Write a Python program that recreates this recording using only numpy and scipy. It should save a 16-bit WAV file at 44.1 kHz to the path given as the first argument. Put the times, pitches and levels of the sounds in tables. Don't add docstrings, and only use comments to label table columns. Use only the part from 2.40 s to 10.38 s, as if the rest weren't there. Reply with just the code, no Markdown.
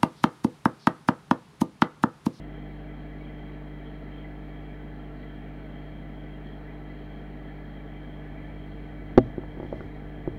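import sys
import numpy as np
from scipy import signal
from scipy.fft import rfft, irfft
from scipy.io import wavfile
from scipy.ndimage import uniform_filter1d

SR = 44100
rng = np.random.default_rng(int(sys.argv[2]) if len(sys.argv) > 2 else 0)


def materialize(psi):
    bounded = np.clip(np.atleast_2d(psi).T, -1, 1)
    quanta = np.round(bounded * 32767).astype(np.int16)
    wavfile.write(sys.argv[1], SR, quanta)


N = 351918
TIME = np.arange(N) / SR
FREQS = np.fft.rfftfreq(N, 1 / SR)


def gain(db):
    return 10 ** (np.asarray(db) / 20)


def unit(x):
    return x / np.sqrt(np.mean(x ** 2))


def white_noise():
    return rng.standard_normal(N) * np.sqrt(SR / 2)


def shaped_noise(points):
    hz, db = np.transpose(points)
    curve_db = np.interp(np.log(FREQS + 1), np.log(hz), db)
    return irfft(rfft(white_noise()) * gain(curve_db), N)


def resonate(x, hz, width_hz):
    single_width = width_hz / np.sqrt(np.sqrt(2) - 1)
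    band = 1j * FREQS * single_width / (hz ** 2 - FREQS ** 2 + 1j * FREQS * single_width)
    return irfft(rfft(x) * band ** 2, N)


def wander(per_s):
    hold = int(SR / per_s)
    steps = np.repeat(rng.standard_normal(N // hold + 1), hold)[:N]
    return unit(uniform_filter1d(uniform_filter1d(steps, hold), hold))


# (multiple of the mains frequency, relative level [dB])
HUM_TONES = [(1, 3.5), (2, -9.5), (3, 0.5), (4, -6.5), (5, -9), (6, -2), (7, -40), (8, -17.5), (9, -14),
             (10, -42), (11, -54), (12, -24), (13, -23.5), (14, -16.5)]
# (mains multiple, relative level [dB])
CHATTER_TONES = [(9.5, -62.5), (10.5, -74), (11.5, -62.5), (15.5, -73.5), (18.5, -79.5), (19.5, -78)]


def motor(mains_hz=49.985, hum_db=-40, chatter_gain_db=-7, waver_db=0.28):
    def tone(multiple, db):
        phase = 2 * np.pi * (multiple * mains_hz * TIME + rng.random())
        drift_db = waver_db * np.sqrt(multiple) * wander(per_s=2.64)
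        return np.sqrt(2) * gain(db + drift_db) * np.sin(phase)
    hum = sum(tone(multiple, db) for multiple, db in HUM_TONES)
    chatter = sum(tone(multiple, db) for multiple, db in CHATTER_TONES)
    return gain(hum_db) * unit(hum) + gain(chatter_gain_db) * chatter


# (frequency [Hz], level [dB per Hz])
WATER_RUSH = [(10, -86), (30, -81), (75, -92), (140, -80), (180, -72.5), (310, -76.5), (520, -81),
              (850, -85), (1100, -92.5), (1600, -105.5), (2400, -104.5), (3600, -110), (4700, -118),
              (8000, -135)]
# (pitch [Hz], width [Hz], peak level [dB per Hz])
TANK_RESONANCES = [(113.3, 8.9, -72.5), (238.3, 29, -69), (271.2, 31, -74.5), (384, 104, -78.5),
                   (441.6, 23, -77.5), (647.4, 56, -76.5), (795, 100, -81.5), (1158, 80, -88),
                   (1338, 66, -85), (1523, 70, -85), (1692, 62, -83.5), (1746, 38, -85), (1875, 81, -85),
                   (2007, 72, -82), (2260, 188, -88), (2780, 280, -99), (3192, 138, -89), (3920, 220, -104),
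                   (4190, 290, -106)]


def water(pops_per_s=1000, pop_spread_db=1, fizz_hz=2210, gurgle_db=0.3, flurry_db=2.5):
    out = shaped_noise(WATER_RUSH)
    for hz, width_hz, db in TANK_RESONANCES:
        fizz_share = hz ** 2 / (hz ** 2 + fizz_hz ** 2)
        sizes = gain(pop_spread_db * np.minimum(rng.exponential(size=N), 4))
        signs = rng.choice([-1, 1], N)
        bursts = rng.random(N) < pops_per_s / SR
        pops = unit(sizes * signs * bursts) * np.sqrt(SR / 2)
        drive = np.sqrt(fizz_share) * pops + np.sqrt(1 - fizz_share) * white_noise()
        swell_db = (gurgle_db + flurry_db * fizz_share) * wander(per_s=18)
        out += gain(db + swell_db) * resonate(drive, hz, width_hz)
    return out


# (pitch [Hz], peak level [dB])
SMALL_BUBBLE_KINDS = [(1730, -56), (2000, -56), (2260, -56), (3190, -61.5)]
# (time [s], pitch [Hz], peak level [dB])
LOUD_BUBBLES = [(.714, 1990, -52), (.806, 2240, -51), (.891, 2007, -52), (1.735, 3130, -55),
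                (1.841, 2006, -48), (2.83, 1983, -52), (3.935, 3190, -56), (5.082, 1737, -52),
                (6.042, 1740, -50)]


def bubbles(small_per_s=7, detune=0.012, spread_db=1.5, ring_s=0.0072, rise=0.28):
    pings = list(LOUD_BUBBLES)
    for _ in range(int(small_per_s * N / SR)):
        hz, db = rng.choice(SMALL_BUBBLE_KINDS)
        hz *= 1 + rng.uniform(-detune, detune)
        db += rng.uniform(-spread_db, spread_db)
        pings.append((rng.uniform(0, N / SR), hz, db))
    t = TIME[:SR // 10]
    swell = t / ring_s * np.exp(1 - t / ring_s)
    out = np.zeros(N + len(t))
    for start, hz, db in pings:
        first = int(start * SR)
        out[first:first + len(t)] += gain(db) * swell * np.sin(2 * np.pi * hz * t * (1 + rise * t))
    return out[:N]


# (frequency [Hz], relative level [dB])
HAND_RUMBLE = [(12, -21), (42, -3), (75, -5.5), (108, -1), (150, -13), (220, -10.5), (500, -18),
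               (1500, -61)]
SKIN_RUSTLE = [(300, -2), (1500, -5), (3500, -1), (6300, -11), (8000, -35)]
# (middle time [s], length [s], rumble level [dB], rustle level [dB])
FINGER_SLIPS = [(6.85, .08, -46, -71), (7.24, .11, -50, -75), (7.39, 0.15, -42, -70), (7.96, .05, -42, -85)]


def hand(start_s=5.36, tighten_s=0.69, grip_db=-50.5):
    rumble_level = gain(grip_db) * np.clip((TIME - start_s) / tighten_s, 0, 1)
    rustle_level = 0
    for middle, length, rumble_db, rustle_db in FINGER_SLIPS:
        swell = np.exp(-2 * ((TIME - middle) / length) ** 2)
        rumble_level = np.hypot(rumble_level, gain(rumble_db) * swell)
        rustle_level = np.hypot(rustle_level, gain(rustle_db) * swell)
    rumble = rumble_level * unit(shaped_noise(HAND_RUMBLE))
    rustle = rustle_level * unit(shaped_noise(SKIN_RUSTLE))
    return rumble + rustle


# (pitch [Hz], relative level [dB], time to fade by 60 dB [s])
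CASE_TONES = [(55, -27, 0.2), (123, -13, 0.26), (235, -15, 0.18), (269, -6.5, 0.085), (354, 10, 0.043),
              (497, 3.5, 0.038), (574, -5.5, 0.049), (640, -21.5, 0.17), (788, -10, 0.043),
              (834, -3.5, 0.022), (1163, -8, 0.028), (1410, -12.5, 0.033), (2000, -21, 0.024),
              (2800, -24, 0.0085), (3980, -16, 0.0056)]
# (frequency [Hz], relative level [dB])
CLICK_NOISE = [(500, 12), (1500, -0.5), (4000, -12.5), (5500, -23.5), (7000, -38), (15000, -46)]
# (time [s], ring peak [dB], brightness [Hz], favoured pitch [Hz], its boost [dB])
CASE_KNOCKS = [(6.7772, 8, 1240, 790, 4.5), (6.7848, -2.5, 1700, 261, 16), (6.846, -26.5, 169, 120, 16),
               (6.9807, -16, 900, 287, 23), (7.0362, -27.5, 1620, 950, 10), (7.172, -28.5, 1100, 600, -5),
               (7.2, -21, 1050, 378, 0.5), (7.2297, -21.5, 1200, 520, 0), (7.250, -26, 950, 800, 3),
               (7.327, -16.5, 950, 633, 20), (7.338, -29, 1300, 750, -12), (7.407, -24, 2500, 1450, 14.5),
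               (7.876, -14.5, 1050, 370, 8), (7.88, -24, 130, 70, 14)]


def knocks(favour_octaves=0.42, click_s=0.0035, buzz_db=-8, buzz_s=0.028, hard_db=-7, crack_db=21):
    t = TIME[:SR // 2]
    out = np.zeros(N + len(t))
    hz, db, fade_s = np.transpose(CASE_TONES)[:, :, None]
    tones = np.sin(2 * np.pi * hz * t) * gain(-60 * t / fade_s)
    grit = unit(shaped_noise(CLICK_NOISE))
    age = np.log(1000) * t / click_s
    press = age * np.exp(1 - age)
    buzz = gain(buzz_db - 60 * t / buzz_s) * (1 - np.exp(-age))
    for start, peak_db, bright_hz, favoured_hz, boost_db in CASE_KNOCKS:
        nearness = np.exp(-(np.log2(hz / favoured_hz) / favour_octaves) ** 2)
        ring = np.sum(gain(db + boost_db * nearness) * tones, axis=0)
        ring = signal.sosfilt(signal.butter(3, bright_hz, fs=SR, output="sos"), ring)
        click_db = -40 + 5.5 * np.log2(bright_hz / 1020)
        if peak_db > hard_db:
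            click_db += crack_db
        click = gain(click_db) * (press + buzz) * np.roll(grit, rng.integers(N))[:len(t)]
        first = int(start * SR)
        out[first:first + len(t)] += gain(peak_db) * (ring / np.abs(ring).max() + click)
    return out[:N]


def scene():
    return (motor() + water() + bubbles() + hand() + knocks())[None]


# (frequency [Hz], level [dB per Hz])
CONVERTER_HISS = [(1000, -120), (5500, -121), (8000, -123), (12000, -123), (15500, -120)]


def record(dry):
    ceiling, treble_hz, top_hz = 0.97, 9000, 15800
    rounded = ceiling * dry / (ceiling ** 10 + dry ** 10) ** (1 / 10)
    dulled = signal.sosfilt(signal.butter(1, treble_hz, fs=SR, output="sos"), rounded)
    top_cut = signal.ellip(10, 0.1, 70, top_hz, fs=SR, output="sos")
    return signal.sosfilt(top_cut, dulled + shaped_noise(CONVERTER_HISS))


dry = scene()
out = record(dry)
materialize(out)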